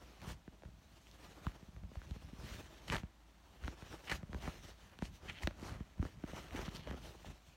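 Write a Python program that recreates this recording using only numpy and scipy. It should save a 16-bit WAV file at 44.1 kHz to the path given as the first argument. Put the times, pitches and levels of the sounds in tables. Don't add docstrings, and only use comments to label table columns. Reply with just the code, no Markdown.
import sys
import numpy as np
from scipy import signal
from scipy.fft import rfft, irfft, next_fast_len
from scipy.io import wavfile
from scipy.ndimage import uniform_filter1d, map_coordinates

SR = 44100
rng = np.random.default_rng(int(sys.argv[2]) if len(sys.argv) > 2 else 0)


def wav_out(sig):
    wavfile.write(sys.argv[1], SR, np.round(np.clip(np.atleast_2d(sig).T, -1, 1) * 32767).astype(np.int16))


N = 333396


def amp(db):
    return 10 ** (np.asarray(db) / 20)


def unit(x):
    return x / np.sqrt(np.mean(x ** 2) + 1e-20)


def along(points, hz):
    f, v = np.transpose(points)
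    return np.interp(np.log(hz + 1), np.log(f + 1), v)


def wobble(rate_hz):
    knots = rng.standard_normal(int(N * rate_hz / SR) + 4)
    return map_coordinates(knots, [np.arange(N) * rate_hz / SR])


def filtered(x, response):
    size = next_fast_len(len(x) + SR // 10)
    return irfft(rfft(x, size) * response(np.fft.rfftfreq(size, 1 / SR)), size)[:len(x)]


def noise(spectrum):
    return unit(filtered(rng.standard_normal(N), lambda hz: amp(along(spectrum, hz))))


def swell(t, rise_s, fall_s, shape=1.35, drop_db=8.5):
    distance = np.abs(t) / np.where(t < 0, rise_s, fall_s)
    return amp(-drop_db * np.minimum(distance, 10) ** shape)


def room(hiss_db=-68, hum_db=-65, hum_hz=54.7, drift_hz=0.98, waver_db=2):
    # f/Hz, density/dB
    hiss_spectrum = [(20, 0), (60, 3.5), (110, -0.5), (330, -3), (450, -15.5), (620, -5), (1900, -13),
                     (4400, -16.5), (7000, -22), (10000, -26), (15500, -31)]
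    phase = 2 * np.pi * np.cumsum(hum_hz + drift_hz * wobble(6.2)) / SR
    hiss = amp(hiss_db) * noise(hiss_spectrum)
    return hiss + amp(hum_db + waver_db * wobble(7.6)) * unit(np.sin(phase))


def walls(x, t60_s=0.45, wet_db=-21):
    t = np.arange(SR // 3) / SR
    tail = rng.standard_normal(len(t)) * amp(-60 * t / t60_s) * (t > .005)
    return x + amp(wet_db) * signal.fftconvolve(x, tail / np.linalg.norm(tail))[:N]


def bending(hz, delay_cycles=0.98, knee_hz=4):
    # f/Hz, gain/dB
    board = [(45, 3), (80, -0.5), (118, -3.5), (175, 2), (260, -2), (430, -4.5), (620, 0), (1000, -0.5)]
    return amp(along(board, hz)) * np.exp(-2j * np.pi * delay_cycles * np.log(hz + knee_hz))


def through_table(force, spectrum):
    return filtered(force, lambda hz: amp(along(spectrum, hz)) * bending(hz))


def coating(x, ring_db=-2):
    # f/Hz, width/Hz, gain/dB
    modes = [(940, 180, -16), (1310, 63, -18), (1765, 88, -10), (1960, 500, -3.5), (3030, 330, 1),
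             (4370, 290, 0)]

    def ring(hz):
        return sum(amp(db) * 1j * hz * width / (centre ** 2 - hz ** 2 + 1j * hz * width)
                   for centre, width, db in modes)
    return filtered(x, lambda hz: 1 + amp(ring_db) * ring(hz))


def slips(size, rate_hz, spread_db, smooth):
    heights = amp(spread_db * np.clip(rng.standard_normal(size), -2, 2)) * rng.choice([-1, 1], size)
    jolts = heights * (rng.random(size) < rate_hz / SR)
    return unit(unit(jolts) + smooth * rng.standard_normal(size))


def patchy(x, depth_db=2.5):
    spectra = signal.stft(x, nperseg=512)[2]
    field = uniform_filter1d(rng.standard_normal(spectra.shape), 6, axis=0)
    field = uniform_filter1d(field, 9, axis=1)
    return unit(signal.istft(spectra * amp(depth_db * unit(field)), nperseg=512)[1][:N])


def crackle(rub_db, offset_db=-8):
    # f/Hz, density/dB
    tick_spectrum = [(800, -29), (1800, 8), (3000, 1), (4500, -6), (7000, -10), (14000, -21)]
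    force = slips(N, rate_hz=60, spread_db=-2.5, smooth=0)
    return amp(rub_db + offset_db) * unit(through_table(force, tick_spectrum))


def ringing_ticks(decay_cycles=1.05, grit=0.034):
    # t/s, level/dB, f/Hz
    events = [(1.07, -44.5, 2630), (1.114, -40.5, 4740), (1.467, -41, 3170), (1.4683, -24, 1080),
              (2.11, -39, 3900), (2.883, -32, 3000), (2.9005, -19, 2760), (2.9088, -39, 3500),
              (2.947, -27.5, 3500), (2.961, -32, 1700), (2.966, -25, 3400), (2.983, -33, 2200),
              (3.657, -48, 5000), (4.0976, -26, 2340), (4.476, -33, 1600), (4.65, -47, 4000),
              (4.989, -36, 3360), (5.42, -46, 2500), (5.4733, -22, 4200), (5.474, -23.5, 2030),
              (6.509, -37, 2200), (6.6155, -36, 5000), (6.661, -35, 4940), (6.692, -37, 3800),
              (6.768, -31.5, 4600), (6.896, -48, 1770), (7.247, -38.5, 740)]
    out, t = np.zeros(N + SR), np.arange(SR // 100) / SR
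    for at_s, db, hz in events:
        ring = np.sin(2 * np.pi * hz * t) + grit * rng.standard_normal(len(t))
        out[round(at_s * SR):][:len(t)] += amp(db) * ring * np.exp(-hz * t / decay_cycles)
    return out[:N]


def peels():
    # crest t/s, rise/s, fall/s, table/dB, rasp/dB, rasp centre/Hz, fizz/dB
    events = [(.322, 0.03, 0.017, -53.5, -64, 2500, -61), (2.882, .005, .01, -52, -54, 2400, -55),
              (2.912, .02, 0.013, -54, -55, 2400, -58), (2.926, 0.0086, 0.015, -36, -38, 1830, -47),
              (2.954, 0.02, 0.015, -38.5, -39.5, 1720, -51), (4.076, 0.0034, 0.017, -55, -47, 2200, -63),
              (4.098, 0.0022, 0.011, -50, -41.5, 2290, -49), (4.119, 0.0097, 0.02, -43, -36, 1730, -49),
              (4.455, 0.024, 0.021, -45.5, -53.5, 2000, -64), (4.48, .004, 0.018, -45.5, -59, 1700, -67),
              (5.055, 0.031, 0.019, -58, -56.5, 2440, -58), (5.299, 0.016, 0.0073, -63, -42, 2230, -59.5),
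              (5.37, 0.04, 0.037, -75, -54, 2540, -78), (5.423, .003, 0.0096, -47.5, -54, 2200, -61),
              (5.437, 0.011, 0.003, -54, -44, 2020, -51.5), (5.68, .07, 0.052, -50, -70, 1400, -59),
              (6.655, 0.014, .02, -55, -53, 2760, -63), (6.757, 0.014, 0.011, -64, -51, 3430, -57),
              (6.82, 0.047, 0.048, -59, -60, 3140, -79)]
    # f/Hz, density/dB
    shake_spectrum = [(30, -5), (70, 9.5), (150, 2.5), (350, 1), (600, -4.5), (900, -3.5), (1300, -11.5),
                      (2200, -62), (5000, -100)]
    # f/centre, density/dB
    rasp_shape = [(.25, -21), (.65, -5), (1, 0), (1.35, -3), (1.8, -14.5), (3, -30), (6, -45)]
    # f/Hz, density/dB
    fizz_spectrum = [(1500, -34), (3200, -15), (4200, 4.5), (6200, -3), (8500, -6), (11000, -8.5),
                     (15500, -26)]
    out, size = np.zeros(N + SR), SR // 2
    t = (np.arange(size) - size // 2) / SR
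    for at_s, rise_s, fall_s, table_db, rasp_db, centre_hz, fizz_db in events:
        envelope = swell(t, rise_s, fall_s, shape=1.31)
        force = envelope * slips(size, rate_hz=1000, spread_db=7.5, smooth=0.41)
        fine_force = envelope * slips(size, rate_hz=1300, spread_db=6.0, smooth=0.98)
        layers = [(force, shake_spectrum, table_db),
                  (coating(force), np.multiply(rasp_shape, [centre_hz, 1]), rasp_db),
                  (fine_force, fizz_spectrum, fizz_db)]
        for drive, spectrum, db in layers:
            wave = through_table(drive, spectrum)
            wave *= np.linalg.norm(envelope) / np.linalg.norm(wave)
            out[round(at_s * SR):][:size] += amp(db) * wave
    return out[size // 2:][:N]


def taps(thump_hz=72.4, click_hz=1500, tick_hz=5300, spot_db=2.5, scatter=0.31, scatter_t60_s=0.039):
    # t/s, thump/dB, knock/dB, knock f/Hz, click/dB
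    contacts = [(0.2718, -47.5, -48.5, 200, -66), (0.3035, -51, -54, 380, -44), (0.478, -61, -47, 242, -55),
                (0.6216, -80, -55, 670, -55), (0.6345, -78, -45.5, 550, -52),
                (0.6528, -47, -58.5, 270, -56), (1.4671, -38, -40, 139, -42),
                (1.6266, -57.5, -50.5, 260, -60), (1.685, -60, -53.5, 220, -70),
                (1.764, -42, -57.5, 270, -52.5), (1.8358, -60, -61, 570, -56), (1.9158, -63, -52, 380, -61),
                (1.9554, -90, -48, 600, -49), (1.966, -43, -55, 220, -65), (2.0172, -66, -59, 380, -49),
                (2.1099, -34, -42.5, 180, -60), (2.162, -55, -49, 350, -57), (2.3304, -58, -44.5, 233, -74),
                (2.899, -43, -48, 260, -45), (3.0335, -48.5, -42.5, 230, -49),
                (3.6383, -35.5, -83, 240, -43), (3.6792, -40.5, -44, 440, -36),
                (3.823, -47, -54, 290, -45.5), (3.9281, -53.5, -56, 380, -46),
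                (4.1163, -39.5, -38, 640, -24.5), (4.2305, -49, -47.5, 330, -50),
                (4.293, -51, -47.5, 210, -67), (4.3308, -48, -45, 300, -40.5),
                (4.3458, -41, -39.5, 264, -41.5), (4.4769, -44, -37, 432, -43),
                (4.9895, -55, -54, 520, -50), (5.0228, -40.5, -39, 250, -38.5),
                (5.438, -32.5, -73, 220, -68), (5.4728, -39.5, -27.5, 440, -30),
                (5.5094, -78, -49, 670, -48), (5.6263, -58, -38.5, 313, -55), (5.805, -43, -46, 320, -55),
                (5.9941, -35.5, -41, 222, -56), (6.027, -56, -38.5, 279, -41.5),
                (6.0515, -51, -40.5, 330, -44), (6.2381, -49, -35, 282, -49.5),
                (6.333, -70, -36.5, 526, -59), (6.548, -79, -34, 289, -50), (6.591, -67, -40, 410, -43),
                (6.6799, -52, -43.5, 206, -45), (6.8732, -64, -38, 496, -41), (6.9105, -58, -40, 470, -41),
                (6.943, -68, -39.5, 366, -53)]
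    size = SR // 5
    hz, t = np.fft.rfftfreq(size, 1 / SR), np.arange(size) / SR
    out = np.zeros(N + 2 * size)
    for at_s, thump_db, knock_db, knock_hz, click_db in contacts:
        tick_db = click_db - 10
        valley = (np.sqrt(knock_hz * click_hz), (knock_db + click_db) / 2 - 4)
        spectrum = [(1, -140), (30, thump_db - 22), (thump_hz, thump_db), (knock_hz, knock_db), valley,
                    (click_hz, click_db), (tick_hz, tick_db), (14000, tick_db - 16)]
        spot = np.c_[np.geomspace(200, 9000, 20), rng.standard_normal(20)]
        sweep = amp(along(spectrum, hz) + spot_db * along(spot, hz)) / (hz + 1) * SR * bending(hz)
        lag_s = rng.uniform(0.00014, 0.0006)
        sweep *= 1 + 0.12 * np.exp(-2j * np.pi * hz * lag_s)
        edges = rng.standard_normal(size) * amp(-60 * t / scatter_t60_s)
        sweep *= 1 + scatter * rfft(edges / np.linalg.norm(edges))
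        out[round(at_s * SR):][:size] += np.roll(irfft(sweep, size), size // 2)
    return out[size // 2:][:N]


def gestures(rest_rub_db=-80.5, rest_air_db=-86, firm_rub_db=-59, firm_push_db=-54.5, push_slope=0.97):
    # fastest t/s, rise/s, fall/s, rub/dB, air/dB
    strokes = [(.03, 0.13, 0.2, -65.5, -70.5), (.235, 0.042, .06, -56, -66), (.32, .08, 0.018, -58, -57.5),
               (.66, .04, 0.035, -75, -86), (1.1, 0.32, 0.22, -72.5, -70), (1.28, 0.11, .11, -63.5, -67),
               (1.48, 0.076, 0.076, -58.5, -65.5), (1.69, 0.11, 0.095, -72.5, -74),
               (1.96, 0.05, 0.21, -66, -70), (2.22, 0.3, 0.12, -69.5, -70.5), (2.53, .14, 0.12, -56, -57.5),
               (2.79, 0.24, .05, -66, -70), (2.88, 0.048, 0.053, -56.5, -62),
               (2.985, 0.071, .025, -58.5, -61), (3.55, 0.21, 0.08, -72, -75),
               (3.66, 0.039, 0.046, -56, -63), (3.89, 0.15, 0.14, -60.5, -65),
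               (4.162, 0.081, 0.016, -53, -53.5), (4.48, 0.11, 0.13, -56, -60),
               (4.67, 0.08, 0.061, -63.5, -63.5), (4.825, 0.073, 0.086, -64.5, -67),
               (4.95, 0.086, 0.079, -68, -78), (5.07, 0.053, .04, -66, -67),
               (5.155, 0.035, 0.023, -68, -63.5), (5.269, 0.045, 0.16, -58.5, -66),
               (5.465, 0.045, 0.023, -64.5, -62.5), (5.67, 0.072, 0.096, -54.5, -64),
               (5.92, 0.16, 0.046, -70.5, -79), (6.04, 0.044, 0.1, -61.5, -66.5),
               (6.392, 0.12, 0.051, -52.5, -59.5), (6.585, 0.092, 0.12, -51, -58),
               (6.76, 0.028, 0.036, -54, -59.5), (6.89, 0.05, 0.088, -55.5, -68),
               (7.07, 0.095, 0.062, -62.5, -61.5), (7.26, 0.085, 0.097, -62.5, -65),
               (7.49, 0.09, 0.072, -71.5, -70.5)]
    # t/s, rise and fall/s, level/dB
    leans = [(.345, 0.047, -50), (.54, .03, -62), (.68, 0.043, -53.5), (.77, 0.15, -58.5),
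             (1.79, 0.056, -49), (1.865, 0.042, -49.5), (2.08, 0.1, -53), (2.26, 0.034, -48.5),
             (2.44, 0.046, -46), (2.59, 0.035, -48), (3.01, 0.067, -55), (4.19, 0.068, -49),
             (4.35, .04, -43.5), (4.68, 0.078, -60), (5.11, 0.041, -49.5), (5.28, 0.033, -48),
             (5.5, 0.033, -50.5), (5.72, 0.07, -45.5), (6.03, 0.035, -42.5), (6.175, 0.021, -46),
             (6.78, .025, -50), (6.9, 0.053, -43.5), (7.04, 0.12, -52.5), (7.3, 0.041, -48.5)]
    t = np.arange(0, N / SR, .002)
    rub_power, air_power = amp(rest_rub_db) ** 2, amp(rest_air_db) ** 2
    for at_s, rise_s, fall_s, rub_db, air_db in strokes:
        speed = swell(t - at_s, rise_s, fall_s)
        rub_power += (amp(rub_db) * speed) ** 2
        air_power += (amp(air_db) * speed) ** 2
    push_power = amp(firm_push_db + push_slope * (10 * np.log10(rub_power) - firm_rub_db)) ** 2
    lean_power = sum((amp(db) * swell(t - at_s, span_s, span_s)) ** 2 for at_s, span_s, db in leans)
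    return [np.interp(np.arange(N) / SR, t, 10 * np.log10(power))
            for power in (push_power + lean_power, rub_power, air_power)]


def hands(weight_db, rub_db, air_db):
    # f/Hz, density/dB
    sway_spectrum = [(15, -34), (30, -6.5), (50, 8), (75, 10.5), (160, 2.5), (260, -6), (450, -31),
                     (1000, -42), (4000, -100)]
    # f/Hz, density/dB
    drag_spectrum = [(90, -3.5), (180, -4), (330, 5.5), (560, -2), (900, -7), (1500, -15.5), (4000, -49),
                     (12000, -90)]
    # f/Hz, density/dB
    rub_spectrum = [(150, -16), (400, 7), (700, 1.5), (1300, 3.5), (1900, -3), (3000, -6.5), (4200, -16.5),
                    (7000, -26), (14000, -38)]
    # f/Hz, density/dB
    air_spectrum = [(1000, -23), (2500, 1), (3300, 1), (6200, -3.5), (8000, -10), (10000, -10.5),
                    (15500, -16.5)]
    grip = wobble(45)
    sway = unit(through_table(slips(N, rate_hz=71, spread_db=-1.5, smooth=0.71), sway_spectrum))
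    drag = unit(through_table(slips(N, rate_hz=400, spread_db=2.5, smooth=0.48), drag_spectrum))
    friction = slips(N, rate_hz=970, spread_db=4.0, smooth=1.7)
    skin = through_table(coating(friction, ring_db=-2.5), rub_spectrum)
    drag_db = rub_db + 0.43 * (weight_db - rub_db)
    return (amp(weight_db - 1) * sway
            + amp(drag_db - 4 + 4.5 * grip) * drag
            + amp(rub_db - 1 + 1.9 * grip) * patchy(skin)
            + amp(air_db + 1.5 + 1.87 * grip) * patchy(noise(air_spectrum)))


def scene():
    weight_db, rub_db, air_db = gestures()
    handling = taps() + peels() + ringing_ticks() + hands(weight_db, rub_db, air_db) + crackle(rub_db)
    return (walls(handling) + room())[None]


def record(dry, top_hz=15880):
    # f/Hz, gain/dB
    response = [(15, -25), (40, -1), (4400, -1.5), (4900, -4), (5800, 0), (9500, -2.5), (10400, -6),
                (11400, -2), (15500, 0)]
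    return np.array([filtered(x, lambda hz: amp(along(response, hz)) * (hz < top_hz)) for x in dry])


dry = scene()
out = record(dry)
wav_out(out)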